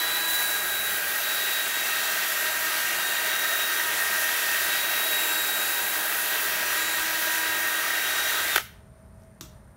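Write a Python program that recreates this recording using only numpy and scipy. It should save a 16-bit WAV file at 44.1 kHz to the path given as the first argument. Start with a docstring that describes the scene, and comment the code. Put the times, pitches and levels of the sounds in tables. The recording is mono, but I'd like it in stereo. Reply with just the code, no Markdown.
"""A hand drill's whine comes first, with gear rattle and the bright hiss of a sanding disc on a wooden bowl.
The whine is sine waves tied to the shaft; the rattle is noise ringing in the housing; the hiss is many clicks.
The drill swings along the bowl, then a brake stops it with a clack, made of short blows into a plastic body.
The lathe still hums with noise and tones; its switch is pressed, and its belt tone sinks and fades.
A low rumble and the air of a small workshop lie underneath, and the room adds reverberation."""
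import sys
import numpy as np
from scipy import signal
from scipy.io import wavfile
from scipy.ndimage import uniform_filter1d, map_coordinates

SR = 44100
rng = np.random.default_rng(int(sys.argv[2]) if len(sys.argv) > 2 else 0)


def dump_mix(stems):
    """Bounce the given channels to the path in sys.argv[1] as a 16-bit WAV at rate SR."""
    frames = np.atleast_2d(stems).T  # one column per channel
    limited = np.clip(frames, -1, 1)  # hard clip at full scale
    pcm = np.round(limited * 32767).astype(np.int16)
    wavfile.write(sys.argv[1], SR, pcm)


N = 430416

# Speed of the drill motor before it slows: (time [s], speed [turns/s])
MOTOR_SPEED = [(0.0, 327.7), (0.25, 327.7), (0.9, 322.5), (1.4, 320.5), (1.65, 318.9), (2.25, 317.8),
               (2.7, 319.5), (2.88, 318.6), (3.03, 316.1), (3.25, 317.2), (3.75, 316.5), (3.95, 319.1),
               (4.25, 318.9), (4.5, 318.0), (4.83, 319.8), (5.2, 318.0), (5.62, 317.8), (5.9, 319.7),
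               (6.38, 320.8), (6.72, 323.8), (7.25, 321.5), (7.5, 322.2), (8.08, 316.7), (8.49, 317.5)]
TRIGGER_OFF_S, SLOWING_HZ_PER_S = 8.49, 293  # trigger let go, the shaft loses speed
GEARS_STOP_S, STOP_S = 8.566, 8.585  # end of the drill's tones, end of its noises
MESH_ORDER, BAR_ORDER = 5.79, 12  # gear mesh and commutator bars, as multiples of the turn rate

# The drill at work: (time [s], gear rattle rms level [dB], grit hiss rms level [dB], left minus right [dB])
WORK_LEVELS = [(0.0, -27.5, -25.5, 3), (0.8, -29.5, -26, 3.5), (1.4, -28, -25, 2.5), (2.1, -28, -26.5, 1.5),
               (3.4, -27.5, -25, 0.5), (4.4, -27.5, -25, 1), (5.2, -26.5, -23.5, 3.5),
               (5.6, -27.5, -25, 3.5), (6.2, -27.5, -24, 3), (7.1, -27.5, -26.5, 1.5),
               (7.9, -27.5, -25.5, 0), (8.55, -27, -26.5, 2.3)]

# Commutator whine: (time [s], rms level [dB], left minus right [dB], lead of the left side [turns of the tone])
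COMMUTATOR_WHINE = [(0.0, -30, 7, 0.027), (0.45, -33, 2, 0.12), (0.64, -39, 3, -0.009),
                    (0.78, -35.5, 14, 0.19), (0.95, -40, 11, 0.38), (1.05, -41, 2, 0.45),
                    (1.16, -48, -6, 0.25), (1.25, -35.5, -4, 0.04), (1.45, -33, 1, .03),
                    (1.65, -36.5, 4, -0.17), (1.9, -38.5, 5, -0.15), (2.05, -39, 5, -0.26),
                    (2.25, -48, 2, -0.45), (2.5, -37, 6, -.3), (2.7, -34, 1, -0.61), (2.9, -34, -3, -0.53),
                    (3.05, -35, 0, -0.78), (3.25, -37.5, -3, -0.76), (3.55, -34.5, -4.5, -0.85),
                    (3.75, -33, 2, -0.75), (3.9, -35, 2, -0.49), (4.1, -35, -3, -0.38),
                    (4.3, -38, 1, -0.42), (4.45, -43, 4, -0.45), (4.53, -46, -10, -0.62),
                    (4.59, -40, 1, -1.2), (4.8, -36.5, 3, -1.15), (4.95, -37, 3, -0.89),
                    (5.05, -33, 5, -1.2), (5.3, -36, 10, -0.88), (5.65, -36.5, 11, -0.79),
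                    (5.78, -38, 5, -0.74), (5.85, -39.5, 7, -0.8), (6.1, -38, 6, -0.56),
                    (6.35, -38, -3, -0.65), (6.5, -41, 2, -0.55), (6.74, -46, 6, -.6),
                    (6.83, -37, 8, -0.85), (6.98, -36, -3, -1.28), (7.15, -34, -6, -1.5),
                    (7.3, -39, 8, -1.7), (7.5, -36, 7, -1.3), (7.75, -33, 4, -1.63), (7.9, -34, -4, -1.58),
                    (8.1, -37, -3, -1.96), (8.3, -33, -4, -1.7), (8.45, -32, -4, -1.6),
                    (8.495, -48, 0, -1.7)]
GLIDE_FROM_S, GLIDE_DB = 8.5, -32.5  # from here this level replaces the table's

# Lower shaft tones: (time [s], rms level of order 1 [dB], of order 3 [dB], of the gear mesh [dB], of order 5 [dB])
LOWER_ORDERS = [(0.0, -56, -43, -53, -39), (0.3, -51, -43, -57, -34), (0.7, -69, -56, -50, -36),
                (1.15, -64, -58, -48, -37), (1.45, -65, -57, -39, -37), (1.7, -69, -50, -42, -39),
                (2.05, -66, -47, -37, -38), (2.25, -64, -54, -41, -40), (2.55, -55, -45, -38.5, -36),
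                (3.0, -63, -48, -35, -39), (3.25, -58, -46, -33.5, -38), (3.5, -54.5, -50, -34.5, -37),
                (3.9, -58, -43, -34.5, -38), (4.15, -60, -45, -35.5, -34), (4.5, -55, -49, -33.5, -38),
                (4.85, -57.5, -45, -39.5, -38), (5.1, -56, -50, -35, -39), (5.3, -52, -45, -40.5, -37),
                (5.6, -52.5, -51, -37, -38), (5.8, -52, -45, -42, -38), (6.2, -56, -47, -40.5, -39),
                (6.6, -54, -43, -41, -37), (6.85, -50.5, -45, -40, -36), (7.1, -50.5, -43, -39, -36),
                (7.45, -48.5, -41, -35, -35), (7.8, -51.5, -47, -35, -35), (8.1, -59, -49, -34.5, -38),
                (8.5, -54.5, -52, -41, -38)]
COASTING_DB_PER_S = -80  # the lower orders fade once the trigger is let go

# Overtones of the commutator whine: (time [s], rms level of the second [dB], rms level of the third [dB])
COMMUTATOR_OVERTONES = [(0.0, -43, -54), (0.5, -57, -50), (1.1, -52, -61), (1.45, -41, -44),
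                        (2.0, -55, -53), (2.8, -54, -52), (3.1, -57, -57), (3.7, -52, -59), (3.9, -42, -53),
                        (4.6, -59, -59), (4.95, -50, -41), (5.3, -33, -57), (5.65, -47, -42),
                        (6.1, -45, -58), (6.9, -57, -55), (7.5, -54, -44), (8.5, -54, -59)]

# Weaker shaft tones: (multiple of the turn rate, rms level [dB])
WEAK_ORDERS = [(1.79, -56), (4, -54.5), (6, -49.5), (8.89, -60), (11.25, -54.5), (11.58, -54), (13, -52.5),
               (20, -61.5), (33, -55), (39, -52), (48, -52)]

# Colour of the gear rattle: (frequency [Hz], relative level per Hz [dB])
RATTLE_COLOUR = [(280, -29.5), (320, -16.5), (460, -16), (530, -47.5), (600, -15), (850, -13),
                 (1080, -14.5), (1400, -7.5), (2000, -9), (2300, -9), (3300, -10), (4000, -10), (4600, -11),
                 (5300, -15.5), (9000, -26)]

# Housing resonances: (frequency [Hz], width [Hz], relative level [dB], gain per dB of swing to the left [dB])
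HOUSING_RINGS = [(465, 35, 9, 0.5), (606, 95, 10, 0), (640, 35, 3.5, -2), (822, 40, -4.5, 4),
                 (968, 30, 5.5, -1.5), (1286, 200, 8, -2), (1560, 210, 6.5, 0.5), (1866, 71, 14.5, -1.9),
                 (1925, 65, 7.5, -0.5), (3144, 130, 0, -1.5), (2465, 125, -10, 3)]

# Valleys between the housing's resonances: (frequency [Hz], width [Hz], share taken out)
HOUSING_DIPS = [(1017, 77, 0.28), (1384, 56, 0.38), (1720, 62, 0.24), (2040, 100, .3), (2956, 81, 0.21),
                (3960, 63, 0.23)]

# A gearbox resonance that shifts with the grip on the tool: (time [s], frequency [Hz], rms level [dB])
GEARBOX_RESONANCE = [(0, 2660, -48), (0.6, 2650, -56), (1.2, 2735, -44), (1.9, 2680, -42), (2.3, 2684, -44),
                     (2.8, 2800, -42.5), (3.6, 2770, -39), (3.95, 2723, -46), (4.2, 2650, -40),
                     (4.9, 2690, -38.5), (5.3, 2705, -38), (5.55, 2686, -45), (6.6, 2640, -42),
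                     (7.2, 2650, -44), (7.6, 2690, -42), (8.0, 2765, -42), (8.5, 2790, -43)]
GEARBOX_WIDTH_HZ = 150

# Fan air in the vent slots: (frequency [Hz], width [Hz], rms level [dB], gain per dB of swing to the left [dB])
VENT_SLOTS = [(5880, 440, -43, -1), (7240, 830, -45, 1), (11100, 1300, -57, 1), (12530, 610, -48.5, 0),
              (15400, 600, -48, -4.5)]
VENT_WAVER_DB = 1.6

# Colour of the grit hiss: (frequency [Hz], relative level per Hz [dB])
GRIT_COLOUR = [(4500, -24.5), (6000, -6.5), (8000, -9.5), (10000, -5.5), (12500, -2), (14200, -5.5),
               (16000, -1)]
GRAINS_PER_S = 9000  # average clicks in each noise stream

# The grit hiss flares up: (time [s], size of the rise [dB])
GRIT_FLARES = [(0.275, 6), (0.33, 4), (0.385, 3.5), (0.5, 1.5)]
FLARE_RISE_S, FLARE_FADE_S = 0.0071, 0.05

# Belt tone, stepping down once the power is off: (time [s], frequency [Hz], rms level [dB])
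BELT_TONE = [(0, 644.5, -57), (8.75, 647, -68), (8.85, 645, -63), (9.3, 648, -62), (9.43, 640, -64),
             (9.48, 620, -61), (9.58, 620, -62), (9.63, 615, -72), (9.76, 612, -80)]

# A second, lower hum that shows briefly as the lathe runs down: (time [s], frequency [Hz], rms level [dB])
RUN_DOWN_HUM = [(9.47, 555, -95), (9.52, 552, -66), (9.65, 548, -64), (9.69, 545, -90)]

# Inverter switching whistle and its side lines: (frequency [Hz], rms level [dB])
INVERTER_WHISTLE = [(8931, -77), (8963, -82), (8990, -82), (9044, -81), (9071, -75.5), (9098, -88)]

# Resonances of the lathe bed: (frequency [Hz], width [Hz], relative level [dB])
BED_RINGS = [(122, 11.6, -11.5), (176.8, 12, 16), (204.3, 34, 15.5), (255, 14, -2)]
BED_DB = -57.5  # rms level of all bed resonances together

# Strength of the low rumble: (time [s], rms level [dB])
RUMBLE_LEVEL = [(0.0, -57.5), (2.2, -65.5), (4.0, -60.5), (6.2, -62.5), (6.5, -57), (8.0, -60), (8.7, -52),
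                (9.76, -50.5)]
RUMBLE_LUMPS_DB = 1.5

# Colour of the low rumble: (frequency [Hz], relative level per Hz [dB])
RUMBLE_COLOUR = [(25, -22), (45, -7.5), (65, 0.5), (85, -9), (100, -6), (125, -4), (150, -14.5), (200, -29)]

# Colour of the shop air: (frequency [Hz], relative level per Hz [dB])
SHOP_COLOUR = [(150, -43.5), (250, -19.5), (452, -4.5), (510, -18.5), (640, -0.5), (735, -16), (845, -10.5),
               (1700, -17), (2810, -29), (7980, -32), (9170, -17), (9660, -29.5), (13400, -29.5),
               (16000, -71.5)]
SHOP_DB = -58.5

# How alike the noise is on both sides: (frequency [Hz], left-right likeness, 1 = the same)
SIDE_LIKENESS = [(60, 0.71), (110, 0.95), (200, 0.55), (380, 0.59), (700, 0.68), (1290, 0.52), (1800, 0.8),
                 (2380, 0.43), (4400, 0.2), (8120, 0.18), (15000, 0.1)]

# Balance of the noise at the microphone pair: (frequency [Hz], left minus right [dB])
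SIDE_BALANCE = [(40, 2), (99, -1), (160, 1), (270, 12), (450, -5), (740, -1.5), (1220, -2.5), (2010, 0),
                (3330, -2.5), (5500, 0), (9080, -6), (15000, 3)]

# Contacts of the brake clack and its bounce: (time [s], peak level before the low cut [dB], left minus right [dB])
BRAKE_CONTACTS = [(8.5592, -4, 0), (8.5606, -4, 0), (8.5615, -8, 0), (8.564, -15, 0), (8.567, -16, 0),
                  (8.5765, -14, 0), (8.578, -15, 0), (8.5802, -10, 0), (8.5835, -15, 0)]

# Plastic body struck by the brake: (frequency [Hz], width [Hz], relative level [dB])
BRAKE_RINGS = [(370, 120, -1.5), (700, 360, -4), (1200, 390, 3.5), (1486, 250, 7.5), (1920, 240, 5),
               (3110, 1700, -3), (6620, 2000, -10), (12100, 3950, -10)]

# The chuck settles with duller knocks: (time [s], peak level before the low cut [dB], left minus right [dB])
CHUCK_KNOCKS = [(8.5925, -26, 0), (8.5955, -25, 0), (8.600, -25, 0), (8.6075, -29, 0), (8.618, -33, 0)]

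# Body struck by the settling chuck: (frequency [Hz], width [Hz], relative level [dB])
CHUCK_RINGS = [(400, 200, -2), (800, 300, 2), (1300, 400, 2), (2600, 1400, -2), (6000, 4000, -10)]

# Lathe switch touched, then pressed: (time [s], peak level [dB], left minus right [dB])
SWITCH_CONTACTS = [(9.221, -52, 1.5), (9.235, -51, 3), (9.4092, -33, 2), (9.4102, -22, 2), (9.4135, -31, 2)]

# Body of the lathe switch: (frequency [Hz], width [Hz], relative level [dB])
SWITCH_RINGS = [(140, 40, 9), (340, 70, 5), (900, 700, -6), (1800, 1000, -4), (3000, 1800, -7),
                (6200, 1800, -4), (10000, 3500, -12), (13500, 3000, -10)]

# Reverberation: T60 is the time for a 60 dB fall
SHOP_T60_S, TREBLE_T60_S, TREBLE_HZ, TREBLE_WET_DB = .44, .31, 6000, 3
WET_DB = -9
# Sends to the room: the far switch, and the clack's treble above this pitch
FAR_WET_DB, BRAKE_WET_DB, BRAKE_WET_HZ = 10, 5, 3500
CUTOFF_HZ = 15760

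TIME_S = np.arange(N) / SR
LEFT_RIGHT = np.array([[1], [-1]])  # plus for the left side, minus for the right


def from_db(db):
    """Turn decibels into a plain multiplier."""
    return 10 ** (np.asarray(db) / 20)


def rms_one(x):
    """Scale a signal to an rms (average strength) of 1."""
    return x / np.sqrt(np.mean(x ** 2) + 1e-20)


def in_time(rows):
    """Draw straight lines between the rows of a table, giving one curve per column."""
    s, *columns = np.transpose(rows)
    return [np.interp(TIME_S, s, c) for c in columns]


def at_hz(points, hz):
    """Read a table at one frequency, with straight lines over log frequency."""
    table_hz, values = np.array(points).T
    return np.interp(np.log(hz), np.log(table_hz), values)


def drift(rate):
    """Slow chance: noise on a coarse grid through a double one-pole low-pass at rate [Hz]; spread 1."""
    step = 40  # samples between grid points
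    r = np.exp(-2 * np.pi * step * rate / SR)
    noise = rng.standard_normal(N // step + 2002)
    slow = signal.lfilter([1], [1, -2 * r, r * r], noise)[2000:]  # skip the filter's start
    return np.interp(np.arange(N) / step, np.arange(len(slow)), rms_one(slow))


def tone(hz, level_db, skew=0):
    """A sine of given rms level along a pitch curve; skew [turns] is how far left leads right in phase."""
    turns = np.cumsum(hz * np.ones(N)) / SR + rng.random() + skew * LEFT_RIGHT / 2
    return np.sqrt(2) * from_db(level_db) * np.sin(2 * np.pi * turns)


def resonance(x, hz, width_hz):
    """A body that favours one pitch: a band-pass with gain 1 at its top."""
    r = np.exp(-np.pi * width_hz / SR)
    top = np.array([1, 0, -1]) * (1 - r * r) / 2
    return signal.lfilter(top, [1, -2 * r * np.cos(2 * np.pi * hz / SR), r * r], x)


def ringing(x, modes):
    """A struck body: resonances side by side, with alternating signs."""
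    return sum((-1) ** k * from_db(db) * resonance(x, hz, width_hz) for k, (hz, width_hz, db) in enumerate(modes))


def coloured(white, spectrum, patchy_db):
    """Quarter-octave bands of stereo noise, each with its own level, flicker, likeness and balance; rms 1."""
    out, together = 0, drift(13)  # one flicker shared by all bands
    first_hz, last_hz = spectrum[0][0], spectrum[-1][0]
    edges = first_hz * 2 ** np.arange(-.125, np.log2(last_hz / first_hz) + .3, .25)
    for k, (low, high) in enumerate(zip(edges, np.minimum(edges[1:], .45 * SR))):
        band = signal.butter(2, [low, high], "band", fs=SR, output="sos")
        mid, side = signal.sosfilt(band, white[k % 2])  # neighbouring bands use different noise
        hz = np.sqrt(low * high)
        alike = at_hz(SIDE_LIKENESS, hz)
        gain = from_db(at_hz(spectrum, hz) + patchy_db * (.6 * together + drift(4)))
        balance = from_db(at_hz(SIDE_BALANCE, hz) / 2 * LEFT_RIGHT)
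        stereo = np.sqrt(1 + alike) * mid + np.sqrt(1 - alike) * side * LEFT_RIGHT
        out = out + gain * balance * stereo
    return rms_one(out)


def shaft():
    """Turns per second, falling in a straight line for 0.2 s once the trigger is let go."""
    (turns_hz,) = in_time(MOTOR_SPEED)
    turns_hz = turns_hz * (1 + .0006 * drift(8))
    slowing_s = np.clip(TIME_S - TRIGGER_OFF_S, 0, .2)
    return turns_hz - SLOWING_HZ_PER_S * slowing_s


def commutator(turns_hz):
    """One sine cycle per passing bar, with its own balance and phase step between the sides."""
    level_db, pan_db, lead = in_time(COMMUTATOR_WHINE)
    # the whine returns clearly as the unloaded shaft slows
    level_db = np.where(TIME_S > GLIDE_FROM_S, GLIDE_DB, level_db)
    sides_db = level_db + 1.8 * drift(14) + pan_db / 2 * LEFT_RIGHT
    return tone(BAR_ORDER * turns_hz, sides_db, skew=lead)


def whine(turns_hz):
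    """Sines locked to the shaft reach the sides a little apart; the weak ones waver slowly and more."""
    coasting_db = COASTING_DB_PER_S * np.maximum(TIME_S - TRIGGER_OFF_S, 0)
    levels = [db + coasting_db for db in in_time(LOWER_ORDERS)] + in_time(COMMUTATOR_OVERTONES)
    orders = (1, 3, MESH_ORDER, 5, 2 * BAR_ORDER, 3 * BAR_ORDER)
    strong = sum(tone(k * turns_hz, db + 1.5 * drift(14), skew=.035 * drift(.6))
                 for k, db in zip(orders, levels))
    weak = sum(tone(k * turns_hz, db + 3 * drift(1.7), skew=.1 * drift(.5)) for k, db in WEAK_ORDERS)
    return strong + weak


def rattle(turns_hz, level_db, pan_db):
    """Tooth noise beats at the gap between mesh and fifth order; the housing turns other faces as it swings."""
    beat_turns = np.cumsum((MESH_ORDER - 5) * turns_hz) / SR
    beat = 1 + .2 * np.sin(2 * np.pi * beat_turns)
    noise = coloured(rng.standard_normal((2, 2, N)), RATTLE_COLOUR, patchy_db=0.92) * beat
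    facing = uniform_filter1d(pan_db, size=SR // 2)  # the swing, smoothed over half a second
    rings = sum(from_db(db + turn * facing) * resonance(noise, hz, width_hz)
                for hz, width_hz, db, turn in HOUSING_RINGS)
    body = noise + .5 * rings
    for hz, width_hz, share in HOUSING_DIPS:
        body = body - share * resonance(body, hz, width_hz)
    return from_db(level_db) * rms_one(body)


def gearbox():
    """A narrow band of noise is carried along the moving resonance."""
    hz, level_db = in_time(GEARBOX_RESONANCE)
    shaking = rng.standard_normal((2, 1, N)) + 0.85 * rng.standard_normal((2, 2, N))  # shared plus own
    narrow = signal.butter(2, GEARBOX_WIDTH_HZ / 2, fs=SR, output="sos")
    a, b = signal.sosfilt(narrow, shaking)
    angle = 2 * np.pi * np.cumsum(hz) / SR
    return from_db(level_db + 1.9 * drift(12)) * rms_one(a * np.cos(angle) + b * np.sin(angle))


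def vents(pan_db):
    """One air stream, much alike on both sides, sings in each slot; slots turn to and from the listener."""
    air = rng.standard_normal(N) + .5 * rng.standard_normal((2, N))
    out = 0
    for hz, width_hz, db, turn in VENT_SLOTS:
        slot = resonance(resonance(air, hz, width_hz), hz, 2 * width_hz)
        out = out + from_db(db + turn * pan_db + VENT_WAVER_DB * drift(2.6)) * rms_one(slot)
    return out


def flares():
    """Extra grit level in dB: a quick rise, a slower fade."""
    start_s, added_db = np.array(GRIT_FLARES).T[:, :, None]
    since = np.maximum(TIME_S - start_s, 0)
    return np.sum(added_db * np.minimum(since / FLARE_RISE_S, 1) * np.exp(-since / FLARE_FADE_S), axis=0)


def sanding(level_db):
    """Grit tears fibres: dense uneven clicks over smooth friction noise."""
    shape = (2, 2, N)
    sizes = from_db(5.5 * np.minimum(rng.exponential(1, shape), 4)) * rng.choice([-1, 1], shape)
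    clicks = rms_one((rng.random(shape) < GRAINS_PER_S / SR) * sizes)
    white = clicks + rng.standard_normal(shape)
    return from_db(level_db) * coloured(white, GRIT_COLOUR, patchy_db=0.66)


def swung(x, pan_db):
    """The drill moves across the microphone pair: level and arrival time shift together."""
    lag = 3.0 - 2.09 * uniform_filter1d(pan_db, size=SR // 2)  # samples by which left trails right
    sides = []
    for side, sign in zip(x, (1, -1)):
        moved = map_coordinates(side, [np.arange(N) - sign * lag / 2], order=3, mode="nearest")
        sides.append(moved * from_db(sign * pan_db / 2))
    return np.array(sides)


def lathe():
    """Noise shakes the bed's resonances; sines make the belt tone, run-down hum and inverter whistle."""
    belt_hz, belt_db = in_time(BELT_TONE)
    shaking = rng.standard_normal(N) + 0.66 * rng.standard_normal((2, N))
    bed = sum(from_db(db) * resonance(resonance(shaking, hz, width_hz), hz, 2 * width_hz)
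              for hz, width_hz, db in BED_RINGS)
    whistle = sum(tone(hz, db + 2 * drift(6.9)) for hz, db in INVERTER_WHISTLE)
    belt = tone(belt_hz, belt_db + 2 * drift(10))
    run_down = tone(*in_time(RUN_DOWN_HUM))
    return from_db(BED_DB) * rms_one(bed) + whistle + run_down + belt


def background():
    """Two coloured noises: a low rumble that swells and sinks, and the air of the shop."""
    (rumble_db,) = in_time(RUMBLE_LEVEL)
    rumble = coloured(rng.standard_normal((2, 2, N)), RUMBLE_COLOUR, patchy_db=1.5)
    rumble = from_db(rumble_db + RUMBLE_LUMPS_DB * drift(5)) * rumble
    air = from_db(SHOP_DB) * coloured(rng.standard_normal((2, 2, N)), SHOP_COLOUR, patchy_db=1.0)
    return rumble + air


def clacks(events, body, t60):
    """Each blow sends one sharp contact and a short ragged aftermath into the resonances of a body."""
    out, span = np.zeros((2, N)), np.arange(int(.12 * SR)) / SR
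    for s, peak_db, pan_db in events:
        ragged = rng.standard_normal(len(span)) + .5 * rng.standard_normal((2, len(span)))
        contact = span == 0  # a single-sample click
        blow = ringing(contact + .12 * ragged * from_db(-60 * span / t60), body)
        at = round(s * SR)
        level = from_db(peak_db + pan_db / 2 * LEFT_RIGHT)
        out[:, at:at + len(span)] += level * blow / np.abs(blow).max()
    return out


def brake_clack():
    """The brake's contacts and the chuck's duller knocks ring their bodies, with the lows cut."""
    blows = clacks(BRAKE_CONTACTS, BRAKE_RINGS, t60=0.016) + clacks(CHUCK_KNOCKS, CHUCK_RINGS, t60=0.026)
    return signal.sosfilt(signal.butter(3, 300, "high", fs=SR, output="sos"), blows)


def lathe_switch():
    """Small contacts ring the body of the switch as it is touched and pressed."""
    return clacks(SWITCH_CONTACTS, SWITCH_RINGS, t60=.02)


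def shop(x):
    """Reverberation: a dying noise tail for each side, the treble dying sooner."""
    t = np.arange(int(.5 * SR)) / SR
    white = rng.standard_normal((2, len(t))) * (t > .004)  # a short gap before the tail
    low = signal.sosfilt(signal.butter(2, TREBLE_HZ, fs=SR, output="sos"), white)
    treble = from_db(TREBLE_WET_DB) * (white - low)
    tail = low * from_db(-60 * t / SHOP_T60_S) + treble * from_db(-60 * t / TREBLE_T60_S)
    tail = tail / np.sqrt(np.sum(tail ** 2, axis=1, keepdims=True))
    return from_db(WET_DB) * signal.fftconvolve(x, tail, axes=1)[:, :N]


def scene():
    """Mix the drill, brake, switch, lathe and background, and add the room."""
    turns_hz = shaft()
    rattle_db, grit_db, pan_db = in_time(WORK_LEVELS)
    # the tones fade in 8 ms at the first clack, the noises in 20 ms as the brake acts
    tones_on = np.clip((GEARS_STOP_S - TIME_S) / .008, 0, 1)
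    noise_on = np.clip((STOP_S - TIME_S) / .02, 0, 1)
    tones = (swung(whine(turns_hz), pan_db) + commutator(turns_hz)) * tones_on
    noise = rattle(turns_hz, rattle_db, pan_db) + gearbox() + vents(pan_db) + sanding(grit_db + flares())
    noise = swung(noise * noise_on, pan_db)
    brake = brake_clack()
    switch = lathe_switch()
    # the room gets little of the narrow tones, which stay mostly dry
    sent = 0.11 * tones + .85 * noise + from_db(FAR_WET_DB) * switch
    # the bright part of the clack spreads all round
    crack = signal.lfilter(*signal.butter(1, BRAKE_WET_HZ, "high", fs=SR), brake)
    sent = sent + from_db(BRAKE_WET_DB) * crack
    return tones + noise + brake + switch + shop(sent) + lathe() + background()


def record(dry):
    """Cut the top steeply with a low-pass filter."""
    return signal.sosfilt(signal.ellip(14, .5, 65, CUTOFF_HZ, fs=SR, output="sos"), dry)


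dry = scene()
out = record(dry)
dump_mix(out)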